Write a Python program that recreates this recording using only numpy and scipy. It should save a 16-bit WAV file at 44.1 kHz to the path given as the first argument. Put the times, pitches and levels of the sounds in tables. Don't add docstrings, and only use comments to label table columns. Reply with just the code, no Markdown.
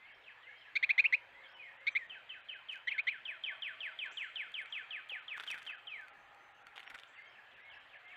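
import sys
import numpy as np
from scipy import signal
from scipy.fft import rfft, irfft
from scipy.io import wavfile
from scipy.ndimage import uniform_filter1d, map_coordinates

SR = 44100
rng = np.random.default_rng(int(sys.argv[2]) if len(sys.argv) > 2 else 0)


def voltage_ratio(level):
    return 10 ** (np.asarray(level, float) / 20)


def waveform_to_disk(signal):
    frames = np.transpose(np.atleast_2d(signal))
    scaled = np.clip(frames, -1, 1) * 32767
    samples = np.round(scaled).astype(np.int16)
    wavfile.write(sys.argv[1], SR, samples)


N = 359856

# start_s, length_s, peak_db, start_pitch_hz, end_pitch_hz
CHIRPS = [(0.753, 0.027, -24.5, 2100, 2440), (0.826, 0.026, -22, 1993, 2473),
          (0.8895, 0.03, -20.5, 1980, 2490), (0.9759, 0.035, -17.5, 1990, 2555),
          (1.0393, 0.032, -21, 2130, 2723), (1.1235, 0.035, -21, 1960, 2563),
          (1.8667, 0.029, -24.5, 2140, 2410), (1.95, 0.035, -25, 2023, 2457),
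          (2.871, 0.027, -28.5, 1877, 2176), (2.9117, 0.023, -31.5, 2094, 2650),
          (2.979, 0.032, -27, 2093, 2540), (3.068, 0.037, -26, 1945, 2400)]
# half_steps_db, overtones_db, lateness of the swell (0-1)
CHIRP_VOICES = [(4, 10, .5), (0.5, -0.5, .5), (-1.5, -2.5, 0.6), (0, -2, .62), (-16, -7, .5), (-7, 0, .45),
                (3.5, 4.5, .45), (-1.5, -8, 0.36), (-3.5, 1.5, 0.39), (-7, -7, 0.4), (-2.5, -2.5, .4),
                (-0.5, -2.5, 0.4)]
# share of length (0-1), level_db
CHIRP_SWELL = [(0, -40), (.04, -30), (.07, -8), (.35, -2.5), (.6, 0), (.78, -3.5), (.9, -8), (1, -26)]
# multiple of the pitch, level_db, roughness (0-1)
CHIRP_PARTS = [(.68, -30, .4), (1.5, -26, .6), (1.7, -18, .35), (2, -20, .12), (2.5, -36, .5),
               (3, -30, .25), (4, -31, .4), (5, -29, .7)]
# frequency_hz, gain_db
THROAT = [(900, -42), (1600, 7), (3100, 4), (3800, 0.5), (4300, -4), (4900, -19), (5300, -12.5),
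          (6000, -4.5), (7000, -20.5), (8000, -20), (12000, -41.5), (16000, -56.5)]

# start_s, level_db, hold on the middle step (0-1)
SLURS = [(2.0989, -45.5, 0.98), (2.2946, -45.5, 0.94), (2.4889, -43.5, 0.8), (2.6889, -42.5, 0.74),
         (2.883, -40.5, 0.17), (3.076, -40, 0.1), (3.2577, -39, 0), (3.4414, -37.5, 0.07),
         (3.6257, -37, 0.03), (3.809, -37, 0.03), (3.993, -37.5, 0.1), (4.1757, -38, 0), (4.3618, -37.5, 0),
         (4.5452, -39, 0.05), (4.7285, -38.5, .07), (4.9109, -39, 0.1), (5.099, -39, 0.05),
         (5.285, -40.5, 0), (5.479, -39, 0.38), (5.6705, -41, 0.46), (5.8746, -43, 0.04)]
# after_onset_s, smooth_pitch_hz, stepped_pitch_hz
SLUR_PITCH = [(-.004, 3250, 3190), (.011, 2980, 3050), (.021, 2680, 2670), (.034, 2520, 2610),
              (.044, 2290, 2570), (.052, 2110, 1880), (.062, 1830, 1620), (.08, 1560, 1510),
              (.12, 1290, 1285)]
# after_onset_s, smooth_level_db, stepped_level_db
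SLUR_BREATH = [(-.004, 3.5, -1), (.008, -2.5, 2.5), (0.02, 4, 4.5), (0.039, 4, 7), (.051, 3.5, -2.5),
               (0.07, -1, -2), (.1, -15.5, -15.5), (0.121, -24, -28.5)]
# pitch_hz, gain_db
SLUR_PATH = [(1300, -3.5), (1550, -6.5), (1950, -10), (2300, -6.5), (2600, -8.5), (2780, -15), (2860, -12),
             (2950, -2.5), (3100, -2.5), (3330, -2), (3600, -13), (4200, -31), (6000, -45), (8000, -35)]
# multiple of the pitch, best_heard_hz, level_db
SLUR_PARTS = [(2, 5200, -47), (3, 9300, -57), (4, 8100, -42), (5, 11800, -51), (5, 7700, -53)]
# delay_s, level_db
REFLECTIONS = [(.00517, -6.5), (.008, -16), (0.02, -36), (0.0247, -28), (.0315, -22.5)]

# start_s, snap_db, puff_db
BEATS = [(2.712, -66, -64), (2.729, -61.5, -73), (2.757, -72, -68), (2.778, -72, -66), (5.366, -55, -37.5),
         (5.398, -53, -37), (5.432, -54, -42), (5.466, -54, -46), (5.502, -67, -44.5), (5.54, -66, -39),
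         (5.577, -56, -42.5), (5.618, -61.5, -47), (5.652, -58, -50), (5.697, -64, -40), (6.757, -63, -49),
         (6.795, -52, -46), (6.83, -59, -50), (6.865, -55, -44.5), (6.9, -61.5, -42), (6.943, -70, -39),
         (6.986, -68, -53), (7.033, -72, -54)]
# start_s, snap_db, puff_db
TICKS = [(3.609, -83, -79), (4.06, -64, -78), (4.519, -61.5, -77), (4.617, -62, -74), (4.659, -64, -90),
         (5.089, -59, -54), (5.103, -60, -55), (6.012, -69, -78), (6.083, -63, -93), (6.174, -79, -80),
         (6.347, -66, -82), (6.669, -58.5, -47), (7.406, -81, -92)]
# frequency_hz, gain_db
FEATHER = [(800, -16), (2000, 20.5), (3500, 6.5), (4400, 9), (5100, -15.5), (6300, -3), (9000, -6),
           (12000, -10.5), (16000, -19)]
# frequency_hz, gain_db
PUFF = [(100, -23), (400, -11.5), (900, -18.5), (1500, 5.5), (2300, -2), (4000, -42.5)]
# start_s, bright_db, body_db
HOP_CRACKS = [(2.7153, -62, -47), (2.7245, -58, -50), (2.7278, -68, -55), (2.7315, -58, -56),
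              (2.7333, -68, -54), (2.7347, -69, -58), (2.739, -64, -57), (2.743, -64, -45),
              (2.7576, -57, -43), (2.7774, -65, -51)]
# start_s, bright_db, body_db
FIRST_CRACKS = [(5.371, -63, -49), (5.3746, -60, -38), (5.378, -58, -47), (5.38, -54, -33),
                (5.3912, -63, -48), (5.4008, -52, -45), (5.3991, -53, -31), (5.4047, -54, -35),
                (5.407, -61, -49), (5.4092, -58, -40), (5.411, -63, -48), (5.4265, -56, -43),
                (5.4364, -57, -36), (5.438, -52, -39), (5.4395, -64, -48), (5.441, -65, -40),
                (5.4436, -62, -51), (5.4656, -60, -44), (5.468, -59, -40), (5.472, -62, -38),
                (5.4756, -58, -46), (5.476, -59, -43), (5.4781, -57, -48), (5.4852, -57, -43),
                (5.487, -62, -54), (5.4907, -56, -46), (5.4974, -64, -43), (5.502, -63, -49),
                (5.5035, -49, -30), (5.5069, -49, -37.5), (5.5085, -54, -40), (5.512, -62, -52),
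                (5.5138, -40.5, -43), (5.5174, -57, -40), (5.5435, -55, -45), (5.5442, -53, -45),
                (5.5468, -61, -47), (5.5478, -55, -47), (5.5537, -57, -48), (5.5789, -57, -47),
                (5.5841, -54, -41), (5.5867, -62, -48), (5.5895, -61, -47), (5.5942, -61, -47),
                (5.5965, -65, -49), (5.619, -61, -45), (5.622, -58, -44), (5.6268, -62, -49),
                (5.6297, -52, -55), (5.653, -57, -50), (5.6655, -56.5, -38), (5.668, -65, -52),
                (5.6722, -60, -50), (5.6737, -60, -43), (5.676, -60, -37), (5.7009, -60, -40)]
# start_s, bright_db, body_db
SECOND_CRACKS = [(6.757, -66, -51), (6.761, -60, -39), (6.7614, -64, -49), (6.7668, -65, -47),
                 (6.771, -58, -41), (6.779, -60, -35), (6.7809, -63, -41), (6.786, -70, -40),
                 (6.7954, -66, -49), (6.8025, -66, -49), (6.8022, -69, -59), (6.8042, -71, -40),
                 (6.8302, -66, -43), (6.8324, -71, -49), (6.838, -68, -48), (6.8772, -66, -40),
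                 (6.899, -62, -48), (6.9016, -51.5, -39), (6.905, -56, -38), (6.9056, -63, -53),
                 (6.9088, -62, -53), (6.9136, -64, -50), (6.9419, -67, -55), (6.9439, -64, -47),
                 (6.9468, -50, -36.5), (6.9484, -66, -46), (6.9503, -54, -45), (6.954, -63, -42),
                 (6.9544, -63, -47), (6.9574, -56, -62), (6.98, -63, -49), (6.9884, -60, -41),
                 (6.9905, -59, -45), (6.998, -54, -45), (7.001, -63, -49), (7.004, -66, -53),
                 (7.035, -63, -42), (7.0368, -67, -59)]
# frequency_hz, gain_db
QUILL = [(3300, -21), (4500, 7.5), (6000, 2), (9000, -1.5), (12000, -10.5), (16000, -17)]
# frequency_hz, gain_db
VANE = [(200, -26), (700, -8), (1500, 1.5), (2600, 1.5), (3600, 2), (5000, -41.5)]
# start_s, level_db, pitch_hz, t60_s
KNOCK = [
    (5.119, -50, 520, .03),
    (5.118, -51, 820, .02),
    (5.117, -49, 1300, .012),
    (5.117, -49, 1900, .01),
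    (5.5135, -44, 5700, .02),
    (5.4852, -60, 6800, .015),
    (6.868, -47, 2900, .02),
    (6.8755, -44, 1900, .025),
    (6.866, -58, 4600, .04),
]

# start_s of the main whistle, level_db
PHRASES = [
    (-.04, -63),
    (.40, -62.5),
    (.871, -63),
    (1.31, -62),
    (1.747, -64),
    (7.11, -62),
    (7.56, -61),
    (7.99, -61),
]
# after_main_s, length_s, level_db, start_pitch_hz, end_pitch_hz
PHRASE = [
    (-.13, .08, -12, 2930, 3200),
    (-.09, .11, -9, 1615, 1760),
    (0, .18, 1.5, 1777, 2262),
    (.11, .11, -8, 3022, 3224),
]
# after_main_s, length_s, level_db, start_pitch_hz, end_pitch_hz
PHRASE_CHIP = [
    (.165, .035, -21, 3700, 5330),
]
# start_s, length_s, level_db, start_pitch_hz, end_pitch_hz
WHISTLES = [
    (1.4, .15, -66, 1830, 1493),
    (1.435, 0.045, -64.5, 3600, 3220),
    (1.545, 0.039, -62, 3060, 2880),
    (1.585, 0.14, -54, 2700, 1726),
    (1.98, 0.071, -53.5, 2250, 1736),
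    (4.101, .008, -78, 7000, 5460),
]
# start_s, level_db
FAR_SLURS = [
    (.048, -64.5),
    (.238, -62),
    (.425, -64.5),
    (.611, -65),
    (7.135, -67),
    (7.322, -66),
    (7.515, -63),
    (7.70, -61.5),
    (7.893, -62),
    (8.078, -61),
]
# after_onset_s, pitch_hz, level_db
FAR_SLUR = [(0, 3600, -6), (.008, 3150, 1), (.03, 2740, 1), (.045, 2540, 5), (.056, 2000, 3.5),
            (.066, 1730, 6.5), (.088, 1580, -3)]
# start_s, level_db
CHIPS = [
    (1.955, -80),
    (4.114, -68.5),
    (4.7, -79),
    (7.072, -79),
    (8.102, -93),
]
# start_s, length_s, level_db, pitch_hz
INSECT = [
    (6.15, .14, -90, 6200),
    (6.38, 0.12, -85.5, 6180),
    (6.502, 0.14, -89, 6300),
]

# start_s, length_s, level_db, pitch_hz
DRONES = [
    (.3, 0.29, -75, 503),
    (.9, 1.25, -73.5, 539),
    (1, 0.44, -71, 963),
    (3, 1.35, -72.5, 642),
    (3.4, 0.57, -71, 1138),
    (4.5, 2.2, -69, 1247),
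    (5.7, 1.5, -70, 810),
    (6, 1.4, -69, 1381),
    (8, 0.25, -67.5, 732),
]
# frequency_hz, level_db per Hz
AIR = [(20, -27), (40, -13.5), (107, -13.5), (165, -15.5), (360, -9.5), (700, -0.5), (1300, -1.5),
       (2500, -6.5), (3400, -25.5), (4100, -33), (5500, -30), (7900, -31), (8500, -38), (16000, -38)]
# frequency_hz, level_db per Hz
CHORUS = [(900, -46.5), (1200, -9), (1700, 4.5), (2200, 0.5), (2700, 0.5), (3300, -6), (3900, -12),
          (4800, -22), (6000, -54)]
# time_s, traffic_db, chorus_db
AIR_LEVEL = [(0, -69.5, -62.5), (1, -67.5, -59.5), (1.6, -67, -61), (2.4, -69, -60), (3.198, -68.5, -60.5),
             (4.2, -67, -57.5), (5.199, -68, -60), (6, -66.5, -62.5), (6.5, -67.5, -64.5),
             (7.201, -67.5, -62.5), (8.16, -68, -60)]
# pitch_hz, level_db
HUMS = [(110, -87), (128, -90)]
# frequency_hz, t60_s
TREES = [(1000, 0.29), (3000, 0.58), (8000, 0.7)]

TREBLE_GAPS = [
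    [.125, 2.07, 2.54, 4.09, 4.58, 4.63, 4.94, 5.2, 5.72, 5.76, 5.88, 6.525, 6.63, 7.225, 7.27, 7.545,
     7.693, 7.78, 7.97, 8.06],
    [6.855, 1.53, 1.77, 1.92, 2.41, 3, 3.478, 4.01, 6.1, 7.15, 7.615],
]
GAP_LENGTHS = [.02, .034]
# start_s, length_s, level_db, pitch_hz
THIN_LINES = [(0.999, 0.022, -78, 6900), (1.5, 0.075, -88, 5430.0), (1.78, 0.05, -98, 6860.0),
              (1.91, 0.035, -84, 7790.0), (1.91, 0.029, -86, 7090.0), (1.903, 0.045, -74, 6070),
              (2.063, 0.052, -94, 6210.0), (4.003, 0.03, -84, 5100.0), (4.02, 0.033, -80, 8040.0),
              (4.18, 0.04, -84, 5850.0), (4.18, 0.04, -87, 7240.0), (4.193, 0.03, -80, 5240.0),
              (4.575, 0.035, -80, 8010.0), (4.616, 0.029, -79, 9010.0), (4.58, 0.04, -83, 4910.0),
              (5.707, 0.032, -77, 4610.0), (6.852, 0.051, -79, 5610.0), (6.77, 0.035, -82, 6590.0),
              (7.135, 0.04, -92, 7700), (7.268, 0.03, -86, 6380), (7.62, 0.035, -93, 5450.0),
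              (7.11, 0.24, -86, 4560.0)]


def unit(x):
    return x / np.sqrt(np.mean(x ** 2) + 1e-20)


def along(points, hz):
    f, v = np.transpose(points)
    return np.interp(np.log(hz + 1), np.log(f + 1), v)


def coloured(x, spectrum):
    return irfft(rfft(x) * voltage_ratio(along(spectrum, np.fft.rfftfreq(N, 1 / SR))), N)


def wobble(n, rate):
    knots = rng.standard_normal(int(n * rate / SR) + 4)
    return map_coordinates(knots, [np.arange(n) * rate / SR])


def add(out, s, sound):
    at = round(s * SR)
    piece = out[max(at, 0):][:len(sound) + min(at, 0)]
    piece += sound[max(-at, 0):][:len(piece)]


def glide(length, start_hz, end_hz, bend):
    n = round(length * SR)
    u = np.arange(n) / n
    return u, start_hz + (end_hz - start_hz) * (u + (4 * bend - 2) * u * (1 - u))


def tone(hz):
    return np.sin(2 * np.pi * (np.cumsum(hz) / SR + rng.random()))


def chirps():
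    clear, rasp = np.zeros(N), np.zeros(N)
    for (s, length, db, start_hz, end_hz), (half_db, over_db, late) in zip(CHIRPS, CHIRP_VOICES):
        u, hz = glide(length, start_hz, end_hz, bend=0.526)
        hz = hz - 0.99 * (end_hz - start_hz) * np.sin(2 * np.pi * u) / (2 * np.pi)
        waver = .036 * tone(np.full(len(u), 190.)) + .014 * wobble(len(u), 700)
        onset_drop = 0.079 * np.exp(-u / 0.044)
        hz = hz * (1 + waver + onset_drop)
        effort = u - (4 * late - 2) * u * (1 - u)
        swell = voltage_ratio(db + np.interp(effort, *np.transpose(CHIRP_SWELL)))
        swell = swell * np.tanh(60 * u * (1 - u))
        add(clear, s, swell * (1 + .08 * wobble(len(u), 900)) * tone(hz))
        for multiple, part_db, rough in CHIRP_PARTS:
            is_overtone = abs(multiple - round(multiple)) < .1
            voice_db = over_db if is_overtone else half_db
            clearing_db = 4.5 * multiple * u ** 2
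            roughness = 1 + rough * wobble(len(u), 900)
            part = voltage_ratio(part_db + voice_db - clearing_db) * roughness * tone(multiple * hz)
            add(rasp, s, swell * part)
    return clear + coloured(rasp, THROAT)


def slurs():
    out = np.zeros(N)
    plunge_s, plunge_hz, plunge_fall_s = .0085, 4700, .0017
    at, smooth_hz, stepped_hz = np.transpose(SLUR_PITCH)
    breath_at, smooth_db, stepped_db = np.transpose(SLUR_BREATH)
    for s, db, hold in SLURS:
        last = s == SLURS[-1][0]
        stretch = 2.3 if last else 1
        knots = at + (stretch - 1) * np.maximum(at - .025, 0)
        breaths = breath_at + (stretch - 1) * np.maximum(breath_at - .025, 0)
        t = np.arange(round((knots[-1] + plunge_s) * SR)) / SR - plunge_s
        plunge = np.minimum(np.exp(-(t + plunge_s - hold * .002) / plunge_fall_s), 1)
        hz = np.interp(t, knots, smooth_hz + hold * (stepped_hz - smooth_hz))
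        hz = uniform_filter1d(hz, size=50) + plunge_hz * plunge
        note = voltage_ratio(along(SLUR_PATH, hz) + 1.5 * wobble(len(t), 81.6)) * tone(hz)
        for multiple, best_hz, part_db in SLUR_PARTS:
            off_resonance_db = 1100 * np.log(multiple * hz / best_hz) ** 2
            note += voltage_ratio(part_db - 14 * hold - off_resonance_db) * tone(multiple * hz)
        faintness = max(hold, .6 if last else 0)
        lost_db = 20 * faintness + 7 * np.abs(wobble(len(t), 400))
        breath_db = np.interp(t, breaths, smooth_db + hold * (stepped_db - smooth_db))
        breath_db = breath_db - lost_db * np.sqrt(plunge)
        add(out, s - plunge_s, voltage_ratio(db + 2.5 + breath_db) * note)
    dull = coloured(out, [(2750, -.5), (3100, -4.5), (5500, -23)])
    return out + sum(voltage_ratio(db) * np.roll(dull, round(s * SR)) for s, db in REFLECTIONS)


def beat_snaps():
    events = []
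    for s, db, low_db in BEATS:
        for k in range(6):
            late, size, puff = np.tanh(rng.standard_normal(3))
            start = s + .003 * (k + .9 * late * (k > 0))
            events.append((start, db - 13 + 4 * size - .8 * k, low_db - 6 + 5 * puff))
    return events


def flutter():
    bright, dull, t = np.zeros(N), np.zeros(N), np.arange(500) / SR
    for s, db, low_db in TICKS + beat_snaps():
        snap, puff = rng.standard_normal((2, len(t)))
        add(bright, s, voltage_ratio(db + 8.5 - 60 * t / .008) * snap)
        add(dull, s - .001, voltage_ratio(low_db + 8.5 - 60 * t / .022) * (1 - np.exp(-t / 0.00035)) * puff)
    return coloured(bright, FEATHER) + coloured(dull, PUFF)


def cracks():
    bright, body, t = np.zeros(N), np.zeros(N), np.arange(200) / SR
    for s, db, body_db in HOP_CRACKS + FIRST_CRACKS + SECOND_CRACKS:
        push = 0.42 * rng.standard_normal(len(t)) * voltage_ratio(-60 * t / 0.0038)
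        push[0] = rng.choice([-1, 1])
        add(bright, s, voltage_ratio(db + 8.5) * push)
        add(body, s, voltage_ratio(body_db + 13) * push)
    return coloured(bright, QUILL) + coloured(body, VANE)


def knock():
    out, t = np.zeros(N), np.arange(SR // 10) / SR
    for s, db, hz, t60 in KNOCK:
        attack = 1 - np.exp(-t / 0.00056)
        add(out, s, voltage_ratio(db - 60 * t / t60) * attack * np.sin(2 * np.pi * hz * t))
    return out


def whistles(table, edge, bend):
    out = np.zeros(N)
    for s, length, db, *pitch_hz in table:
        if s + length > 0:
            u, hz = glide(length, *pitch_hz, bend)
            broken = voltage_ratio(2.5 * wobble(len(u), 70))
            swell = voltage_ratio(db + 3.0) * broken * np.sin(np.pi * u) ** edge
            add(out, s, swell * tone(hz + 30 * wobble(len(u), 60)))
    return out


def steady(table):
    return [(*row, row[-1]) for row in table]


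def sung(phrase):
    events = []
    for s, db in PHRASES:
        for lag, length, part_db, *hz in phrase:
            events.append((s + lag, length, db + part_db, *hz))
    return events


def far_slurs():
    out = np.zeros(N)
    at, hz, swell_db = np.transpose(FAR_SLUR)
    t = np.arange(round(at[-1] * SR)) / SR
    for s, db in FAR_SLURS:
        level_db = db + np.interp(t, at, swell_db) + 3.7 * wobble(len(t), 69)
        add(out, s, voltage_ratio(level_db) * tone(np.interp(t, at, hz)))
    return out


def far_chips():
    lone = [(s, 0.022, db, 5250, 7850) for s, db in CHIPS]
    return whistles(sung(PHRASE_CHIP), edge=0.25, bend=.84) + whistles(lone, edge=0.14, bend=0.73)


def trees(x, shorter):
    out, step = np.zeros(N + 3 * SR), SR // 4
    x = np.pad(x, (step, 2 * step))
    fade = np.sin(np.pi * np.arange(2 * step) / (2 * step))
    for start in range(0, N + step, step):
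        hz, t, z = signal.stft(rng.standard_normal(SR // 2), SR, nperseg=256)
        decay = voltage_ratio(-60 * t / (shorter * along(TREES, hz)[:, None]))
        tail = signal.istft(z * decay, SR, nperseg=256)[1]
        heard = fade * x[start:start + 2 * step]
        add(out, start / SR, signal.fftconvolve(heard, tail / np.linalg.norm(tail)))
    return out[step:N + step]


def drones():
    out = np.zeros(N)
    for s, length, db, hz in DRONES:
        t = np.arange(round(length * SR)) / SR
        pair = wobble(len(t), 60) + 1j * wobble(len(t), 60)
        swell = voltage_ratio(db) * np.sqrt(np.abs(np.sin(np.pi * t / length)))
        add(out, s, swell * np.real(pair * np.exp(2j * np.pi * hz * t)))
    return out


def rush(spectrum, patchy_db):
    hz, _, z = signal.stft(rng.standard_normal(N + 512), SR, nperseg=1024)
    field = uniform_filter1d(uniform_filter1d(rng.standard_normal(z.shape), 8, 0), 6, 1)
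    gain = voltage_ratio(along(spectrum, hz)[:, None] + patchy_db * unit(field))
    return unit(signal.istft(z * gain, nperseg=1024)[1][:N])


def air():
    s, traffic_db, chorus_db = np.transpose(AIR_LEVEL)
    t = np.arange(N) / SR
    hums = sum(voltage_ratio(db + 0.5 + 0.92 * wobble(N, 4.5)) * tone(hz + 3 * wobble(N, 29)) for hz, db in HUMS)
    traffic = voltage_ratio(np.interp(t, s, traffic_db) + 3.0) * rush(AIR, patchy_db=2.5)
    chorus = voltage_ratio(np.interp(t, s, chorus_db) - 2.0) * rush(CHORUS, patchy_db=2.5)
    return traffic + chorus + hums


def scene():
    near, song, wings = chirps(), slurs(), flutter() + cracks()
    far = whistles(sung(PHRASE), edge=0.94, bend=.72) + whistles(WHISTLES, edge=0.36, bend=.64) + far_slurs()
    chips = far_chips()
    insect = whistles(steady(INSECT), edge=0.38, bend=.5)
    near_echo = trees(voltage_ratio(-19.5) * near + voltage_ratio(-11.5) * wings, shorter=0.44)
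    far_echo = trees(voltage_ratio(-5.5) * song + voltage_ratio(-0.5) * far + voltage_ratio(2.0) * chips, shorter=0.94)
    direct = near + song + far + chips + insect + wings + knock()
    return (direct + near_echo + far_echo + air() + drones())[None]


def low_pass(x):
    return signal.sosfilt(signal.butter(12, 15750, fs=SR, output="sos"), x)


def record(dry):
    lost = np.zeros(N)
    for starts, length in zip(TREBLE_GAPS, GAP_LENGTHS):
        for s in starts:
            add(lost, s, np.ones(round(length * SR)))
    treble = coloured(dry[0], [(3400, -40), (4100, -2.2)])
    lines = whistles(steady(THIN_LINES), edge=0.73, bend=.5)
    return low_pass(dry - uniform_filter1d(lost, size=200) * treble + lines)


dry = scene()
out = record(dry)
waveform_to_disk(out)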